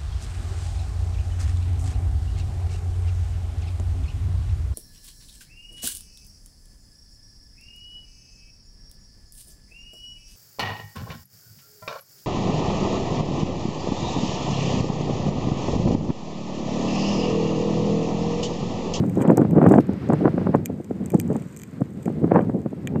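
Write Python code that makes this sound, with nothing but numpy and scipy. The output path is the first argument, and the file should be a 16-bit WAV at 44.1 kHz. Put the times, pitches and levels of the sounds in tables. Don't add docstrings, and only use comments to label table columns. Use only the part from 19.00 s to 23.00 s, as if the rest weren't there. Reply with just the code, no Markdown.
import sys
import numpy as np
from scipy import signal
from scipy.fft import rfft, irfft, next_fast_len
from scipy.io import wavfile
from scipy.ndimage import uniform_filter1d, minimum_filter1d, map_coordinates

SR = 44100
rng = np.random.default_rng(int(sys.argv[2]) if len(sys.argv) > 2 else 0)


def attenuation_scalar(level_db):
    decades = np.asarray(level_db, float) / 20
    return 10 ** decades


def bounce(signal):
    frames = np.transpose(np.atleast_2d(signal))
    limited = np.clip(frames, -1, 1)
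    pcm = np.round(limited * 32767).astype(np.int16)
    wavfile.write(sys.argv[1], SR, pcm)


N = 176400

# [dB, relative]
CASE_BANDS = [(2240, -48.5), (3800, -24), (4300, -24), (4750, -12), (5320, -17), (6190, -4), (7040, 1),
              (8620, 1), (9800, -25.5), (11500, -11), (13600, -11), (15200, -16)]


def unit(x):
    return x / np.sqrt(np.mean(x ** 2, -1, keepdims=True) + 1e-20)


def along(points, hz):
    f, v = np.transpose(points)
    return attenuation_scalar(np.interp(np.log(hz + 1), np.log(f + 1), v))


def curves(rows):
    s, *cols = np.transpose(rows)
    return [np.interp(np.arange(N) / SR, s, c) for c in cols]


def wobble(rate):
    return map_coordinates(rng.standard_normal(N // 100), [np.arange(N) * rate / SR])


def filtered(x, response):
    m = next_fast_len(x.shape[-1] + 8192)
    spectrum = rfft(x, m) * response(np.fft.rfftfreq(m, 1 / SR))
    return irfft(spectrum, m)[..., :x.shape[-1]]


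def causal(points):
    cepstrum = irfft(np.log(along(points, np.fft.rfftfreq(4096, 1 / SR)) + 1e-6))
    folded = cepstrum * np.r_[1, 2 * np.ones(2047), 1, np.zeros(2047)]
    return irfft(np.exp(rfft(folded)))[:1024]


def placed(times, sounds, lead=0):
    out = np.zeros(N + 2 * SR)
    for s, row in zip(times, sounds):
        out[SR + round(s * SR) - lead:][:len(row)] += row
    return out[SR:SR + N]


def peaked(rows, db):
    return rows / np.abs(rows).max(-1, keepdims=True) * attenuation_scalar(db)[:, None]


def wind():
    # [dB, before each layer's trim]
    gusts = [(0, -21), (.18, -29.5), (.42, -28), (.7, -23), (.85, -30.5), (1.05, -24), (1.3, -25),
             (1.45, -25), (1.63, -31.5), (1.85, -38), (2.0, -32.5), (2.25, -24.5), (2.45, -36), (2.65, -41),
             (2.95, -34.5), (3.2, -28.5), (3.4, -27), (3.69, -39), (4, -28.5)]
    # [dB, relative]
    rumble_colour = [(15, -60), (25, -9.5), (64, -15.5), (76, -7), (189, 0), (452, -16.5), (708, -29),
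                     (823, -30), (1170, -46), (1980, -120)]
    # [dB, relative]
    flutter_colour = [(35, -53), (60, -46), (135, -6), (299, 4), (365, -9), (470, -7), (1370, -36),
                      (1490, -46.5), (4500, -68), (9900, -120)]
    rumble_trim_db, flutter_trim_db = 2.5, -12.5
    flutter_grows = 1.24
    lumpy_db = 3

    low_db, = curves(gusts)
    high_db = low_db.max() + flutter_grows * (low_db - low_db.max())
    swell = wobble(12) + .6 * wobble(45)
    lumps = attenuation_scalar(lumpy_db * swell) * rng.standard_normal(N)
    rumble = unit(filtered(lumps, lambda hz: along(rumble_colour, hz)))
    flutter = unit(filtered(rng.standard_normal(N), lambda hz: along(flutter_colour, hz)))
    return attenuation_scalar(low_db + rumble_trim_db) * rumble + attenuation_scalar(high_db + flutter_trim_db) * flutter


def eddy_layer(burst, colour):
    impulse = causal(colour)
    delay = np.argmax(np.abs(impulse))
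    return signal.fftconvolve(burst, impulse[None], axes=1)[:, delay:][:, :burst.shape[1]]


def thumps():
    # [s, decay time constant before limits]
    eddies = [(0.039, -13, -23, 0.0087), (0.175, -8.5, -28.5, 0.021), (0.212, -14, -13, 0.044),
              (0.253, -8.5, -16.5, 0.037), (0.285, -3.5, -17, 0.018), (0.302, -3.5, -2, 0.0081),
              (0.318, -5.5, -13.5, 0.02), (0.381, -4.5, -9, 0.012), (0.398, -5.5, -28, 0.011),
              (0.418, -3.5, -10.5, 0.015), (0.452, -11.5, -14, 0.0056), (0.533, -10, -35, 0.017),
              (0.565, -5, -18, 0.032), (0.584, -9.5, -9, 0.015), (0.617, -8.5, -5, 0.006),
              (0.629, -7, -8.5, 0.0087), (0.642, -5.5, -8, 0.0064), (0.665, 6, 2.5, 0.011),
              (0.676, 3, -9, 0.0063), (0.69, -9.5, -19, 0.021), (0.714, 4.5, -3.5, 0.01),
              (0.74, -7, -1, 0.015), (0.762, -1, -13, 0.0017), (0.772, -16, -28, 0.014),
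              (0.786, 4.5, 1.5, 0.008), (0.894, -9, -24.5, 0.0086), (1.103, -5.5, -8, 0.0037),
              (1.124, -13.5, -12.5, 0.0059), (1.136, -8, -11.5, 0.012), (1.212, -12, -27, 0.047),
              (1.256, -9.5, -4.5, 0.014), (1.273, -9.5, -22, 0.0044), (1.28, -15, -7, 0.0072),
              (1.342, -12, -35, 0.011), (1.381, -16, -11.5, 0.0076), (1.415, -16, -21.5, 0.0073),
              (1.471, -8.5, -9, 0.0067), (1.493, -9.5, -23, 0.01), (1.549, -9.5, -2, 0.0098),
              (1.703, -16, -54, 0.0066), (1.804, -22, -43, 0.0088), (1.912, -13.5, -25, 0.0027),
              (2.01, -16.5, -43, 0.015), (2.144, -7.5, -13, 0.0064), (2.15, -6.5, -29, 0.0085),
              (2.187, -12.5, -36, 0.0077), (2.304, -12, -27, 0.013), (2.316, -12, -26.5, 0.022),
              (2.358, -14, -20.5, 0.011), (2.819, -7.5, -17.5, 0.0011), (3.064, -16, -45, 0.0054),
              (3.081, -10, -15.5, 0.0063), (3.103, -16, -32, 0.0058), (3.244, -5.5, -13.5, 0.011),
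              (3.279, -17.5, -25, 0.019), (3.319, -5, 7, 0.0055), (3.349, -8.5, -33, 0.046),
              (3.36, -11, -1, 0.019), (3.371, -10, -9.5, 0.038), (3.392, -18, -6.5, 0.0051),
              (3.498, -12, -18.5, 0.0091), (3.547, -13.5, -41, 0.048), (3.662, -12, -21, 0.0074),
              (3.733, -19, -53, 0.0038), (3.96, -9, -12.5, 0.01)]
    # [dB, relative]
    dull = [(35, -42), (60, -33), (110, 0), (180, 4), (300, 2.5), (500, -5), (900, -25.5), (1600, -51.5),
            (3000, -64.5), (5500, -120)]
    # [dB, relative]
    sharp = [(60, -35), (150, -11), (300, -3.5), (480, -2), (850, -11.5), (1600, -25), (2800, -45.5),
             (5000, -75.5), (9000, -120)]
    rise_s = 0.0062
    flap_share = 0.76
    thud_core, flap_core = 0.92, 1.38

    s, thud_db, flap_db, length = np.transpose(eddies)
    lead = SR // 20
    t = np.arange(-lead, SR // 10) / SR
    length = np.clip(length, .002, .04)[:, None]
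    air = rng.standard_normal((len(s), 2, len(t)))
    push = (t == 0) * -np.sqrt(SR * rise_s)

    thud_shape = np.exp(np.where(t < 0, t / rise_s, -t / length))
    flap_shape = np.exp(-np.abs(t) / (flap_share * length))
    thud = eddy_layer(thud_shape * air[:, 0] + thud_core * push, dull)
    flap = eddy_layer(flap_shape * air[:, 1] + flap_core * push, sharp)
    return placed(s, peaked(thud, thud_db) + peaked(flap, flap_db), lead=lead)


def ticks():
    # [dB, ring peak re bright peak]
    snaps = [(0.063, -41, -14), (0.0965, -34, -8), (0.1554, -36.5, -12), (0.205, -47, 9), (0.217, -29, -3),
             (0.2226, -28.5, -3), (0.2767, -35, -2), (0.31, -35.5, -24), (0.3728, -16, -23),
             (0.414, -42, -8), (0.5091, -32.5, -10), (0.629, -40.5, -13), (0.669, -29, -3),
             (0.691, -31.5, -23), (0.7006, -43, -22), (0.712, -37, -14), (0.7214, -26.5, -16),
             (0.7497, -37.0, -18), (0.7604, -36.5, -14.5), (0.7804, -35, 6), (0.869, -43, -18),
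             (0.934, -41, -13), (1.0885, -38.5, -17), (1.1333, -31.5, -18), (1.5582, -41, -7),
             (1.653, -36, -17), (1.6581, -13, -13.5), (1.8448, -36.5, -12), (2.0599, -24.5, -18),
             (2.1025, -26, -10.5), (2.119, -33, -14), (2.1443, -28.5, -31), (2.1758, -40, -23),
             (2.1927, -36, -23), (2.1993, -13, -13), (2.2128, -29, -29.0), (2.3303, -38, -14),
             (2.347, -43, -13), (2.365, -32, -12), (2.422, -39, -5), (2.5646, -32, -10), (2.572, -27, -23),
             (2.591, -35, -22.0), (2.5974, -32.5, -11), (2.6105, -41, -18), (2.6174, -31, -12),
             (2.6344, -28, -9.5), (3.03, -40, -8), (3.0571, -30, -7), (3.41, -54.5, 18.5),
             (3.617, -45.5, -18), (3.873, -22.5, 2)]
    # [dB, relative]
    shell = [(1950, 245, -8), (2390, 90, -4), (3120, 370, -10)]
    snap_t60, fizz_t60, fizz_db = 0.0022, 0.022, -20
    crack, crack_at = 2, 12
    tilt_db = 1.5
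    ring_top_hz = 3500

    s, db, ring_db = np.transpose(snaps)
    t = np.arange(SR // 10) / SR
    decay = attenuation_scalar(-60 * t / snap_t60) + attenuation_scalar(fizz_db - 60 * t / fizz_t60)
    attack = 1 - np.exp(-(t / 0.00025) ** 2)
    snap = decay * attack * rng.standard_normal((len(s), len(t)))
    snap[:, crack_at] += crack * np.sign(snap[:, 1])

    lean, ripple, phase = rng.standard_normal((3, len(s), 1))

    def tilt(hz):
        slope = lean * np.tanh((hz - 9500) / 2000)
        waves = 1.2 * ripple * np.sin(hz / 900 + 3 * phase)
        return attenuation_scalar(tilt_db * (slope + waves))

    def shell_response(f):
        total = 0
        for k, (centre, width, gain_db) in enumerate(shell):
            band = 1j * f * width / (centre * centre - f * f + 1j * f * width)
            total = total + (-1) ** k * attenuation_scalar(gain_db) * band
        return total / (1 + (f / ring_top_hz) ** 8)

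    bright = signal.fftconvolve(snap, causal(CASE_BANDS)[None], axes=1)[:, :len(t)]
    bright = filtered(bright, tilt)
    ring = filtered(snap, shell_response)
    return placed(s, peaked(bright, db) + peaked(ring, db + ring_db))


def crackle():
    # time_s [s], level_db [dB]
    crackle_level = [(0, -62.5), (.2, -62.5), (.222, -42), (.242, -71), (.3, -71.5), (.62, -69.5),
                     (.72, -59), (.85, -75.5), (2.2, -67.5), (2.32, -62.5), (2.5, -63), (2.62, -61),
                     (2.7, -67), (2.95, -69.5), (3.05, -60.5), (3.12, -69), (3.3, -71), (4, -73)]
    hits_per_s, spread_db = 90, 5
    fizz, grain_s = 1.3, .002

    level_db, = curves(crackle_level)
    chance, size, noise = rng.random(N), rng.standard_normal(N), rng.standard_normal(N)
    hits = (chance < hits_per_s / SR) * attenuation_scalar(spread_db * size)
    grains = signal.fftconvolve(hits, np.hanning(round(2 * grain_s * SR)))[:N]
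    rough = (unit(np.abs(grains)) + fizz) * noise
    return attenuation_scalar(level_db) * unit(filtered(rough, lambda hz: along(CASE_BANDS, hz)))


def squeaks():
    # [dB, before overtone trim]
    glides = [(0.118, 0.04, 2120, 1820, -67), (0.156, 0.058, 1830, 2040, -65),
              (2.388, 0.026, 2080, 1940, -68), (2.44, 0.056, 1950, 2000, -67)]
    overtones = [-7, -1, -3]
    # start_s [s], length_s [s], pitch_hz [Hz], level_db [dB]
    whistle = (3.93, 0.1, 2740, -64)
    flicker_db = 4

    t = np.arange(N) / SR
    waver = 1 + 0.026 * wobble(200)

    def gate(u):
        return np.sin(np.pi * u) ** .5

    s, length, hz, db = whistle
    out = attenuation_scalar(db) * gate(np.clip((t - s) / length, 0, 1)) * np.sin(2 * np.pi * hz * t)
    for s, length, start_hz, end_hz, db in glides:
        u = np.clip((t - s) / length, 0, 1)
        pitch = (start_hz + (end_hz - start_hz) * u) * waver
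        phase = 2 * np.pi * np.cumsum(pitch) / SR
        for k, trim_db in enumerate(overtones, 2):
            level = attenuation_scalar(db + trim_db + flicker_db * wobble(89))
            out += gate(u) * level * np.sin(k * phase)
    return out


def water():
    # [dB, relative]
    wash_colour = [(410, -43.5), (700, -7.5), (1000, 4.5), (2010, 0.5), (3330, -9.5), (4840, -12.5),
                   (6940, -23), (15200, -39.5)]
    # [dB, before the small wobbles]
    wash_level = [(0, -53.5), (.5, -54.5), (.8, -54.5), (1.0, -49), (1.15, -51.5), (1.45, -52.5),
                  (1.65, -57), (2.55, -57.5), (3.0, -57.5), (3.4, -56), (3.65, -59.5), (4, -58)]
    slow_db, fast_db = 1, 1.3

    level_db, = curves(wash_level)
    wash = unit(filtered(rng.standard_normal(N), lambda hz: along(wash_colour, hz) * (hz > 600)))
    return attenuation_scalar(level_db + slow_db * wobble(8.27) + fast_db * wobble(25.22)) * wash


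def microphone(sound):
    hiss_db = -70.5
    notch_hz, notch_width_hz, notch_db = 10300, 1600, -1
    bass_cut_hz, top_hz, edge_hz = 83, 15500, 600

    def hiss_colour(hz):
        dip = np.exp(-((hz - notch_hz) / notch_width_hz) ** 2)
        return (hz > 3000) * attenuation_scalar(notch_db * dip)

    hiss = attenuation_scalar(hiss_db) * filtered(rng.standard_normal(N), hiss_colour)
    bass_cut = signal.butter(2, bass_cut_hz, "high", fs=SR, output="sos")
    cut = signal.sosfilt(bass_cut, sound + hiss)
    return filtered(cut, lambda hz: np.clip((top_hz - hz) / edge_hz, 0, 1) ** 2)


def limiter(x):
    ceiling, hold = .95, 300
    need = np.minimum(1, ceiling / (np.abs(x) + 1e-9))
    need = minimum_filter1d(need, size=2 * hold)
    gain = uniform_filter1d(uniform_filter1d(need, size=hold), size=hold)
    return x * gain


def scene():
    return (wind() + thumps() + ticks() + crackle() + squeaks() + water())[None]


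def low_pass(x):
    return signal.sosfilt(signal.butter(12, 15390, fs=SR, output="sos"), x)


def record(dry):
    fade_s = .004
    limited = limiter(microphone(dry))
    to_end = np.clip(np.arange(N)[::-1] / (fade_s * SR), 0, 1)
    mix = limited * np.sin(np.pi / 2 * to_end) ** 2
    return low_pass(mix)


dry = scene()
out = record(dry)
bounce(out)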